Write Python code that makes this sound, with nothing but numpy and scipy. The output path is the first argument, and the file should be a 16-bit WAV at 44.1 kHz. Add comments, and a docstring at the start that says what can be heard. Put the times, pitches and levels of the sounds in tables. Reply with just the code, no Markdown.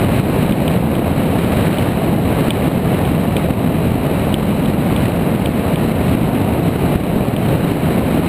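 """Wind rushes over a small camera fixed to the wing of a glider in flight.
From the start small eddies rumble (random suction dips on coloured noise) and fine turbulence hisses.
Within 0.1 s the first deep eddy rolls across the microphone port: a suction pulse, then many more.
From 0.5 s the mount ticks now and then: struck, decaying resonances.
Throughout, the recorder ducks after strong peaks and holds coarse samples, mirroring sound into the treble."""
import sys
import numpy as np
from scipy import signal
from scipy.fft import rfft, irfft, next_fast_len
from scipy.io import wavfile
from scipy.ndimage import uniform_filter1d

SR = 44100
rng = np.random.default_rng(int(sys.argv[2]) if len(sys.argv) > 2 else 0)


def materialize(psi):
    """Save the field psi as 16-bit PCM at rate SR to the path in sys.argv[1].

    A 1-D psi becomes a single channel; in a 2-D psi each row is a channel.
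    """
    bounded = np.clip(np.atleast_2d(psi).T, -1, 1)
    quanta = np.round(bounded * 32767).astype(np.int16)
    wavfile.write(sys.argv[1], SR, quanta)


N = 365368  # samples


def from_db(db):
    """Amplitude factor of a level in dB."""
    return 10 ** (np.asarray(db) / 20)


def rms_one(x):
    """Scale to an RMS of 1."""
    return x / np.sqrt(np.mean(x ** 2) + 1e-20)


def colour(x, spectrum):
    """Zero-phase colouring: a click becomes a pulse symmetrical about its centre."""
    size = next_fast_len(N + SR // 2)
    hz, db = np.transpose(spectrum)
    grid_hz = np.maximum(np.arange(size // 2 + 1) * SR / size, 1)
    gain = from_db(np.interp(np.log(grid_hz), np.log(hz), db))
    return irfft(rfft(x, size) * gain, size)[:N]


# spectrum shape of the eddies' pressure: (frequency [Hz], relative density [dB per Hz])
RUMBLE_SPECTRUM = [(12, -43), (20, -26), (76, -4), (173, 0.5), (257, -3.5), (344, -8.5), (659, -11.5),
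                   (1200, -25), (1560, -34.5), (2640, -120)]
SMALL_EDDIES_PER_S, EDDY_POWER_SHARE = 280, 0.49


def rumble(level_db):
    """Many small suction dips at random times, on a smooth churn of the same colour."""
    born = rng.random(N) < SMALL_EDDIES_PER_S / SR
    strength_db = 3.8 * np.minimum(rng.exponential(1, N), 1.3)
    suction = -rms_one(born * from_db(strength_db))
    churn = rng.standard_normal(N)
    mixed = np.sqrt(EDDY_POWER_SHARE) * suction + np.sqrt(1 - EDDY_POWER_SHARE) * churn
    return from_db(level_db) * rms_one(colour(mixed, RUMBLE_SPECTRUM))


def drift(corner_hz):
    """Slow random drift, RMS 1: noise through two equal one-pole low-passes, run in."""
    step = 40  # samples per drift value
    r = np.exp(-2 * np.pi * corner_hz * step / SR)
    noise = rng.standard_normal(N // step + 2002)
    slow = signal.lfilter([1], [1, -2 * r, r * r], noise)[2000:]
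    return np.interp(np.arange(N) / step, np.arange(len(slow)), rms_one(slow))


# spectrum shape of turbulence in the housing: (frequency [Hz], relative density [dB per Hz])
HISS_SPECTRUM = [(650, -13), (1100, -4), (1650, -5.5), (2320, -5), (2950, -7), (3500, -15), (3920, -9.5),
                 (4750, -25), (6000, -31), (7800, -67), (13200, -120)]
SLOW_FLUTTER_DB, FAST_FLUTTER_DB = 0.5, 0.92  # RMS


def hiss(level_db):
    """Fine turbulence as coloured noise that flutters quickly in strength."""
    flutter_db = SLOW_FLUTTER_DB * drift(8.0) + FAST_FLUTTER_DB * drift(160)
    noise = colour(rng.standard_normal(N), HISS_SPECTRUM)
    return from_db(level_db + flutter_db) * rms_one(noise)


# deepest eddies, strength before the core is rounded: (time [s], strength [dB])
DEEP_EDDIES = [(0.0471, -2.4), (0.2007, -0.7), (0.4326, -2.7), (0.4556, -3.0), (0.5124, -0.5),
               (0.7756, -2.6), (0.9935, -2.4), (1.1166, -2.9), (1.4463, -2.5), (1.6823, -1.3),
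               (1.8876, -1.5), (2.0951, -3.6), (2.1633, -3.6), (2.4128, -2.8), (2.4838, -1.2),
               (2.6805, -0.7), (2.7774, -1.7), (2.8784, -3.4), (3.1188, -3.1), (3.1494, -2.9),
               (3.4477, -3.2), (3.509, -1.1), (3.872, -2.5), (3.9579, -2.0), (4.1149, -2.6), (4.3415, -0.9),
               (4.7019, -3.6), (4.7453, -2.5), (4.9251, -2.9), (5.0825, -2.5), (5.3493, -2.9),
               (5.4914, -1.8), (5.5972, -2.9), (5.7456, -2.7), (5.8518, -2.8), (5.8788, -3.5),
               (5.9185, -2.4), (6.151, -1.3), (6.2335, -3.1), (6.4174, -3.5), (6.5998, -3.2),
               (6.6869, -2.5), (6.959, 1.2), (7.0369, -2.5), (7.1668, -3.5), (7.3394, -2.1), (7.5284, -2.8),
               (7.6501, -2.8), (7.719, -1.2), (7.7579, -3.2), (7.8355, -3.4), (7.9942, -3.3),
               (8.1965, -1.8)]
MEDIAN_WIDTH_MS, WIDTH_LOG_SPREAD = 1.06, 0.16
SWEEP_WIDTHS, SHOULDER = 1.38, 0.99  # sweep in eddy widths


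def deep_eddies():
    """Suction cores between overpressure shoulders; also the share of small eddies reaching the port."""
    pressure, passing = np.zeros(N), np.ones(N)
    around = np.arange(-500, 501)  # samples
    widths_ms = MEDIAN_WIDTH_MS * np.exp(WIDTH_LOG_SPREAD * rng.standard_normal(len(DEEP_EDDIES)))
    for (time_s, strength_db), width_ms in zip(DEEP_EDDIES, widths_ms):
        at = round(time_s * SR) + around
        u = around / SR * 1000 / width_ms  # eddy widths from the centre
        core = (1 - SHOULDER * u ** 2) * np.exp(-(u ** 2 + 0.11) ** 0.67)
        pressure[at] -= from_db(strength_db) * core
        passing[at] *= 1 - np.exp(-0.5 * (u / SWEEP_WIDTHS) ** 2)
    return pressure, passing


def clicks(times_s, db):
    """One impulse at each time."""
    out = np.zeros(N)
    out[(times_s * SR).astype(int)] = from_db(db)
    return out


# ticks of the camera mount: (time [s], relative level [dB], extra strength of the lowest mode [dB])
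TICKS = [(0.523, -10, -3), (0.6794, -7, -15), (0.9527, -16, -7), (1.7842, -10, -11), (2.5059, -0.5, -9.5),
         (3.0524, -14.5, -12), (3.3667, -8, -6), (4.342, -4.5, -25), (4.6585, -15.5, -8),
         (4.9631, -9.5, -11), (5.459, -9, -11), (5.7583, -12, -8), (7.3647, -10.5, -12), (7.8341, -25, -28)]
# resonances of the mount: (frequency [Hz], relative level [dB], decay by 60 dB [s])
MOUNT_MODES = [(2470, 4.5, 0.015), (3060, -4.5, 0.016), (3380, -2.5, 0.0085), (4700, -11, .010)]
CONTACT_BAND_HZ = [2200, 3980]


def ticks():
    """Each tick strikes the mount's modes, strengths varying; the soft contact dulls the blow."""
    times_s, tick_db, lowest_db = np.transpose(TICKS)
    out = np.zeros(N)
    strength_db = rng.normal(0, 1.0, (len(TICKS), len(MOUNT_MODES)))
    strength_db[:, 0] += lowest_db
    for k, (hz, mode_db, t60_s) in enumerate(MOUNT_MODES):
        r = from_db(-60 / (t60_s * SR))
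        w = 2 * np.pi * hz / SR
        blows = clicks(times_s, tick_db + mode_db - 5.0 + strength_db[:, k])
        blows += 1e-18  # avoids denormals
        out += signal.lfilter([0, np.sin(w)], [1, -2 * r * np.cos(w), r * r], blows)
    contact = signal.butter(3, CONTACT_BAND_HZ, "band", fs=SR, output="sos")
    return signal.sosfilt(contact, out)


# airflow over the housing, as hiss level before stir and flutter: (time [s], level [dB])
FLOW = [(0, -29), (0.25, -30.5), (0.48, -30), (0.9, -33), (1.2, -31.5), (1.62, -29.5), (1.85, -29.5),
        (2.22, -33.5), (2.45, -28), (2.62, -30.5), (3, -31.5), (3.25, -33), (3.45, -32), (3.7, -32.5),
        (3.97, -32.9), (4.15, -31), (4.6, -33), (4.8, -33), (4.92, -30.5), (5.25, -33), (5.6, -32.0),
        (5.85, -30.5), (5.95, -32.8), (6.14, -31.5), (6.5, -33), (6.78, -32.5), (6.94, -31), (7.2, -33.5),
        (7.7, -30.5), (8, -31.5), (8.28, -30.5)]
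RUMBLE_DB, RUMBLE_DB_PER_FLOW_DB = -15, 0.55  # level at mean flow, before rounding; follow slope
RUMBLE_TOP = 0.66  # pressure where small eddies round off
STIR_DB, STIR_S = 0.89, 0.0031  # RMS swing of the hiss with eddy strength; averaging time


def scene():
    """One airflow drives rumble and hiss; everything reaches one microphone port."""
    times_s, levels_db = np.transpose(FLOW)
    flow_db = np.interp(np.arange(N) / SR, times_s, levels_db)
    churn = rumble(RUMBLE_DB + RUMBLE_DB_PER_FLOW_DB * (flow_db - flow_db.mean()))
    deep, passing = deep_eddies()
    eddies = passing * RUMBLE_TOP * np.tanh(churn / RUMBLE_TOP) + deep
    stir = uniform_filter1d(np.abs(eddies), int(STIR_S * SR))
    stir_db = STIR_DB * rms_one(stir - stir.mean())
    return (eddies + hiss(flow_db + stir_db) + ticks())[None]


DUCK_FROM_DB, DUCK_DB_PER_DB_OVER, MAKEUP_DB = -6.5, 1.0, 1.5
DUCK_LAG_S, ATTACK_S, RECOVER_DB_PER_S = 0.003, 0.0015, 30


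def duck(x):
    """Gain control: drops just after a peak over the threshold, climbs back at a steady pace."""
    over_db = np.maximum(20 * np.log10(np.abs(x) + 1e-9) - DUCK_FROM_DB, 0)
    climb_db = RECOVER_DB_PER_S * np.arange(N) / SR
    held_db = np.maximum.accumulate(over_db + climb_db) - climb_db
    late_db = np.interp(np.arange(N) - DUCK_LAG_S * SR, np.arange(N), held_db)
    r = np.exp(-1 / (ATTACK_S * SR))
    smooth_db = signal.lfilter([1 - r], [1, -r], late_db)
    return x * from_db(MAKEUP_DB - DUCK_DB_PER_DB_OVER * smooth_db)


HOLD_HZ = 12000


def hold(x):
    """Low-rate samples held for four steps: mirror images appear around that rate."""
    coarse = signal.resample_poly(x, HOLD_HZ, SR)
    return signal.resample_poly(np.repeat(coarse, 4), SR, 4 * HOLD_HZ)[:N]


STOPBAND_FROM_HZ, STOPBAND_DB = 15450, 50


def record(dry):
    """Gain control, rounded full scale, sample hold, top cut."""
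    ducked = duck(dry[0])
    rounded = ducked / (1 + np.abs(ducked / 0.97) ** 6) ** (1 / 6)
    top_cut = signal.cheby2(20, STOPBAND_DB, STOPBAND_FROM_HZ, fs=SR, output="sos")
    return signal.sosfilt(top_cut, hold(rounded))[None]


dry = scene()
out = record(dry)
materialize(out)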